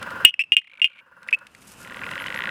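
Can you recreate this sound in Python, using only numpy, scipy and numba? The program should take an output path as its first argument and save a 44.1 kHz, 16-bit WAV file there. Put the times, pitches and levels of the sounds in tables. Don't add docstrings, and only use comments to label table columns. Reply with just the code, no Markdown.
import sys
import numpy as np
from scipy import signal
from scipy.fft import rfft, irfft
from scipy.io import wavfile
from numba import njit

SR = 44100
rng = np.random.default_rng(int(sys.argv[2]) if len(sys.argv) > 2 else 0)


def to_wav(sig):
    pcm = np.clip(np.atleast_2d(sig), -1, 1) * 32767
    pcm = np.round(pcm).astype(np.int16)
    wavfile.write(sys.argv[1], SR, pcm.T)


N = 110250

# start and length in seconds, level in dB,
# pitch and glide in Hz, pulses per second, ring in ms, fade in dB, roughness, overtone boost in dB.
REED_CALLS = [ (0.2495, 0.054, 29.5, 2848, 75, 298, 1.73, -12, 0.16, -1),
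              (0.3401, .003, 11, 2700, 15, 290, 2.8, -18, 0.35, 4),
              (0.393, 0.033, 19, 2580, 207, 280, 2.34, -1, 0.21, 5.5),
              (0.4373, 0.0024, 0.5, 2790, -100, 840, 4.5, 10, 0.17, 4),
              (0.52, 0.03, 26, 2830, 21, 380, 1.78, -5.5, 0.09, -8.5),
              (0.567, 0.032, 35.5, 2818, 25, 322, 1.07, -15, 0.08, -3.5),
              (0.8172, 0.023, 22, 2819, 22, 334, 2.55, -2, 0.1, -11),
              (0.8433, 0.027, 32, 2806, 36, 327, 1.1, -9, 0.04, -7),
              (1.2872, 0.012, -1, 2460, 102, 340, 0.99, -2, 1.2, 4),
              (1.3273, 0.025, 9.5, 2517, 147, 320, 4.4, 5, 0.25, -10),
              (2.035, 0.0093, -21, 2500, 0, 330, 1.3, 4, 0.4, 5),
              (2.053, 0.0061, -30, 2620, 2, 160, 1.5, 6, 0, -2),
              (2.125, 0.027, -31.5, 2870, -5, 190, 2.6, -9, 0.4, 0),
              (2.189, 0.039, -28.5, 3030, 2, 320, 1.3, -10, 0.4, -3),
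              (2.27, 0.013, -27, 3010, -10, 490, 1.6, 0, 0.4, 0)]
REED_HARMONICS_DB = [-34, -42, -44.5, -47]
# start in seconds, level in dB, pitch in Hz.
CLOSING_PULSES = [(0.3058, 9.5, 2960), (0.5984, 8, 2827), (0.8729, 11.5, 2830)]
# frequency in Hz, relative level in dB.
RASP_SPECTRUM = [(300, -14.5), (1500, -8), (3000, 15.5), (4300, 3.5), (5600, -1.5), (7000, -5.5),
                 (9500, -8), (14500, -18.5), (17000, -35)]
# start in seconds, level in dB.
CHIRPS = [(0.6148, -8.5), (0.6427, -10), (0.672, -7), (0.697, -11.5), (0.7147, -10), (0.7342, -9),
          (0.753, -14.5), (0.7734, -10.5), (0.796, -8.5), (0.879, -12), (.898, -10), (0.916, -13.5),
          (0.9317, -12), (.949, -17.5), (.9584, -14.5), (.9708, -14.5), (0.9813, -13), (0.9886, -8),
          (0.9986, -14)]
# frequency in Hz, relative level in dB.
RATTLE_SPECTRUM = [(500, -22), (1500, -6), (2300, 0), (4000, -12), (4600, -26), (10000, -27), (16000, -50)]
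TICK_STARTS = [1.8488, 1.8745, 1.8986, 1.9228, 1.9451, 1.9705, 1.993, 2.017, 2.042, 2.0659, 2.091, 2.1147,
               2.136, 2.156, 2.179, 2.201, 2.2209, 2.2413, 2.2622, 2.2832, 2.3035, 2.325, 2.3438, 2.3609,
               2.3752, 2.39, 2.4058, 2.4212, 2.439, 2.4564, 2.473, 2.492]
# time in seconds, level in dB.
TICK_LEVELS = [(1.85, -24.5), (2.1, -20.5), (2.33, -18.5), (2.45, -15), (2.5, -15.5)]
# frequency in Hz, relative level in dB.
TICK_SPECTRUM = [(400, -30), (1300, -22.5), (1650, -2), (1880, -3), (2120, -10), (2600, -6.5), (3100, -10),
                 (4000, -18.5), (4600, -34.5), (9000, -42), (17000, -82)]
# start, end and first pulse gap in seconds, full level in dB, swell in seconds.
SNORE_BOUTS = [(0.013, .3, 0.048, -31.5, 0.0041), (0.725, 1.43, 0.058, -28.5, 0.022),
               (1.799, 2.5, .054, -34, 0.088)]
# frequency in Hz, relative level in dB.
CROAK_SPECTRUM = [(300, -34), (450, -18.5), (525, -9), (620, -4.5), (760, -18), (950, 0), (1100, 0.5),
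                  (1280, -2), (1550, 7.5), (1750, -4), (1920, -5.5), (2150, -16), (3500, -34.5)]
# pitch in Hz, relative level in dB, rise and decay in seconds.
TOAD_TONES = [(530.4, -5.5, 0.014, 0.0049), (1043.6, -9, 0.0017, 0.014), (1166, -12, 0.0081, .014),
              (1420, -1, .016, 0.02), (1512, -11, .005, .014), (2690, -16, .008, .014)]
# start in seconds, level in dB.
LEAF_SNAPS = [(0.0269, -28), (0.1043, -35), (1.23, -27), (1.2416, -42), (1.2745, -31), (1.2822, -22.5),
              (1.305, -33), (1.309, -24), (1.387, -25), (1.4671, -24), (1.5485, -27.5), (1.6213, -37),
              (2.1107, -31.5), (2.266, -33.5), (2.3462, -34)]
# frequency in Hz, relative level in dB.
LEAF_SPECTRUM = [(300, -57), (2000, 18.5), (4200, 7.5), (6000, 2), (10000, 2.5), (15000, -19), (16500, -34)]
# time in seconds, level in dB.
RUSTLE_LEVELS = [(1.3, -70.5), (1.58, -50.5), (1.7, -42), (1.76, -50.5), (1.81, -45), (1.9, -59),
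                 (2.12, -57), (2.5, -62.5)]
# frequency in Hz, relative level in dB.
RUSTLE_SPECTRUM = [(1000, -16.5), (4500, -5), (8000, -1), (11000, -5), (15000, -11.5), (16500, -48.5)]
# frequency in Hz, relative level in dB.
NIGHT_SPECTRUM = [(20, -28), (55, -3.5), (110, -0.5), (200, 3), (350, -4.5), (750, -8), (1400, -4),
                  (2100, -13), (2700, -5), (3500, -18), (4400, -21.5), (5100, -25.5), (5900, -28.5),
                  (11500, -33.5), (15500, -41.5), (16500, -62.5)]
# start and length in seconds, lowest pitch and bend scale in Hz, level in dB.
HIGH_WHISTLES = [(0.993, 0.058, 12700, 2900, -55), (1.141, 0.1, 10580, 2010, -55),
                 (2.189, 0.055, 11050, 3820, -47), (2.348, 0.055, 11150, 2800, -49)]

PULSE_ROUNDING = 1.6


def reed_call(length, db, hz, glide_hz, rate, ring_ms, fade_db, roughness, overtones_db):
    accent_db, first_lag_s, close_s = 4.5, 0.00015, 0.012
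    bend_rad, flat_hz = 0.079, 45
    throat_hz, throat_db = 2014, -2
    t = np.arange(0, length + .015, 1 / SR)
    slips = np.pi * roughness * rng.standard_normal(32)
    sac, throat = np.zeros(len(t), complex), np.zeros(len(t))
    for k, at in enumerate(np.arange(0, length, 1 / rate)):
        age = t - at - first_lag_s * (k > 0)
        pulse = swell(age, 0.0013, ring_ms / 1000, PULSE_ROUNDING)
        closing = min((length - at) / close_s, 1)
        strength = amp(fade_db * at / length - accent_db) * closing if k else 1
        sac += strength * pulse * np.exp(1j * (slips[k] + bend_rad * pulse - 2 * np.pi * flat_hz * age))
        throat_ring = swell(age, 0.0022, 0.00053) * np.sin(2 * np.pi * throat_hz * age)
        throat += strength * (1 - at / length) * throat_ring
    phase = sweep_phase(hz + glide_hz * np.minimum(t / length, 1)) + np.angle(sac)
    overtones = sum(amp(h + overtones_db) * np.sin(k * phase) for k, h in enumerate(REED_HARMONICS_DB, 2))
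    squeak = amp(-53.5) * np.sin(sweep_phase(13400 + 2320 * np.exp(-t / 0.036)))
    voice = abs(sac) * (np.sin(phase) + overtones + squeak)
    return amp(db) * (voice + roughness * amp(throat_db) * throat)


def rasp(repeat_hz=315, feedback=.7):
    delay = np.exp(2j * np.pi * np.fft.rfftfreq(N, 1 / SR) / repeat_hz)
    x = irfft(rfft(noise(RASP_SPECTRUM)) / abs(1 - feedback * delay), N)
    return x / x.std()


def reed_frogs(rasp_db=-26.5):
    out, t = np.zeros(N), np.arange(SR // 100) / SR
    for start, *row in REED_CALLS:
        add(out, start, reed_call(*row))
    for start, db, hz in CLOSING_PULSES:
        add(out, start, amp(db) * swell(t, .0018, .0012, PULSE_ROUNDING) * np.sin(2 * np.pi * hz * t))
    return out + amp(rasp_db) * abs(out) * rasp()


def chirp(hz, drop_hz, drop_s, rise_s, decay_s):
    t = np.arange(SR // 60) / SR
    pitch = hz * (1 + 0.031 * rng.standard_normal()) + drop_hz * np.exp(-t / drop_s)
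    return swell(t, rise_s, decay_s, PULSE_ROUNDING) * np.sin(sweep_phase(pitch))


def chirping_frog(gap_s=0.0044, rattle_db=-11):
    out = np.zeros(N)
    for start, db in CHIRPS:
        hz = 2307 - 280 * np.exp(-(start - CHIRPS[0][0]) / .07)
        first = chirp(hz, drop_hz=3040, drop_s=0.00058, rise_s=0.0013, decay_s=0.0025)
        second = chirp(hz, drop_hz=403, drop_s=0.00044, rise_s=0.00079, decay_s=0.0035)
        add(out, start, amp(db) * first)
        add(out, start + gap_s, amp(db - 2.5) * second)
    envelope = abs(signal.hilbert(out))
    return out + amp(rattle_db) * envelope * noise(RATTLE_SPECTRUM)


def dry_click(spectrum):
    log_gain = np.log(spectrum_gain(abs(np.fft.fftfreq(2048, 1 / SR)), spectrum))
    click = np.fft.ifft(np.exp(signal.hilbert(log_gain).conj())).real
    return click / abs(click).max()


def ticking_frog(uneven_db=0.7, ring_db=-7):
    out = np.zeros(N)
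    for start in TICK_STARTS:
        db = np.interp(start, *np.transpose(TICK_LEVELS)) + uneven_db * rng.standard_normal()
        colour = [(hz, level + 2.3 * rng.standard_normal()) for hz, level in TICK_SPECTRUM]
        add(out, start, amp(db) * dry_click(colour))
        throat = chirp(1870, drop_hz=890, drop_s=0.00041, rise_s=0.001, decay_s=0.0025)
        add(out, start, amp(db + ring_db) * throat)
    return out


def far_toad(quicken_s=.0009, croak_db=-2, pitch_spread=.005):
    t = np.arange(SR // 5) / SR
    croak_envelope, tones = np.zeros(N), np.zeros(N)
    for start, end, gap, db, swell_s in SNORE_BOUTS:
        times = start + np.cumsum([0, *(gap - quicken_s * np.arange(20))])
        scatter = rng.standard_normal((len(times), len(TOAD_TONES), 2))
        for at, draws in zip(times[times < end], scatter):
            strength = amp(db) * (1 - 1.3 * np.exp(-(at - start + 0.084) / swell_s))
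            add(croak_envelope, at, strength * swell(t, 0.0024, 0.035))
            for (hz, tone_db, rise, decay), (waver, uneven_db) in zip(TOAD_TONES, draws):
                tone = swell(t, rise, decay) * np.sin(2 * np.pi * hz * (1 + pitch_spread * waver) * t)
                add(tones, at, strength * amp(tone_db + uneven_db) * tone)
    return amp(croak_db) * croak_envelope * noise(CROAK_SPECTRUM) + tones


def leaves(grain_db=4):
    snaps, t = np.zeros(N), np.arange(SR // 40) / SR
    for start, db in LEAF_SNAPS:
        add(snaps, start, amp(db) * swell(t, 0.0014, 0.0028))
    knots = np.arange(0, N, 128)
    grains = amp(grain_db * np.interp(np.arange(N), knots, rng.standard_normal(len(knots))))
    rustle = amp(np.interp(np.arange(N) / SR, *np.transpose(RUSTLE_LEVELS)))
    return snaps * noise(LEAF_SPECTRUM) + rustle * grains * noise(RUSTLE_SPECTRUM)


def night(wash_db=-42, insect_db=-65.5, insect_hz=5020, insect_width_hz=220):
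    insects = shaped_noise(np.exp(-((np.fft.rfftfreq(N, 1 / SR) - insect_hz) / insect_width_hz) ** 2))
    out = amp(wash_db) * noise(NIGHT_SPECTRUM) + amp(insect_db) * insects
    for start, length, hz, bend_hz, db in HIGH_WHISTLES:
        progress = np.arange(0, length, 1 / SR) / length
        jitter_hz = 900 * rng.standard_normal(N)[:len(progress)]
        pitch = hz + bend_hz * (1.2 * progress - .4) ** 2 + jitter_hz
        add(out, start, amp(db) * np.sin(np.pi * progress) * np.sin(sweep_phase(pitch)))
    return out


def plant_echo(x, db=-32.5, t60_s=0.33):
    t = np.arange(SR) / SR
    tail = rng.standard_normal(SR) * amp(-60 * t / t60_s) * np.minimum(t / 0.014, 1)
    return amp(db) * signal.fftconvolve(x, tail / np.linalg.norm(tail))[:N]


def amp(db):
    return 10 ** (np.asarray(db) / 20)


def add(mix, start_s, sound):
    part = mix[max(round(start_s * SR), 0):][:len(sound)]
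    part += sound[:len(part)]


def swell(t, rise_s, decay_s, rounding=1):
    attack = np.sin(np.pi / 2 * np.clip(t / rise_s, 0, 1)) ** 2
    return attack * np.exp(-(np.maximum(t - rise_s, 0) / decay_s) ** rounding)


def sweep_phase(hz):
    return 2 * np.pi * np.cumsum(hz) / SR


def spectrum_gain(hz, spectrum):
    points_hz, db = np.transpose(spectrum)
    return amp(np.interp(np.log(hz + 1), np.log(points_hz), db))


def shaped_noise(gain):
    x = irfft(rfft(rng.standard_normal(N)) * gain, N)
    return x / x.std()


def noise(spectrum):
    return shaped_noise(spectrum_gain(np.fft.rfftfreq(N, 1 / SR), spectrum))


def scene():
    frogs = reed_frogs() + chirping_frog() + ticking_frog()
    return (frogs + plant_echo(frogs) + far_toad() + leaves() + night())[None]


@njit
def gain_control(x):
    threshold, duck_rate = 0.12, 5303
    creep_db_per_s, recover_s = 21, 1.12
    out, db = np.zeros(len(x)), 0.
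    for i in range(len(x)):
        out[i] = min(max(x[i] * 10 ** (db / 20), -1.), 1.)
        duck = duck_rate * max(abs(out[i]) - threshold, 0.)
        recovery = creep_db_per_s - db / recover_s
        db = min(db + (recovery - duck) / SR, 0.)
    return out


def record(dry, mic_top_hz=16400, band_edge_hz=21400):
    ducked = gain_control(dry[0])
    softened = signal.lfilter(*signal.butter(2, mic_top_hz, fs=SR), ducked)
    return signal.oaconvolve(softened, signal.firwin(255, band_edge_hz, fs=SR), "same")[None]


dry = scene()
out = record(dry)
to_wav(out)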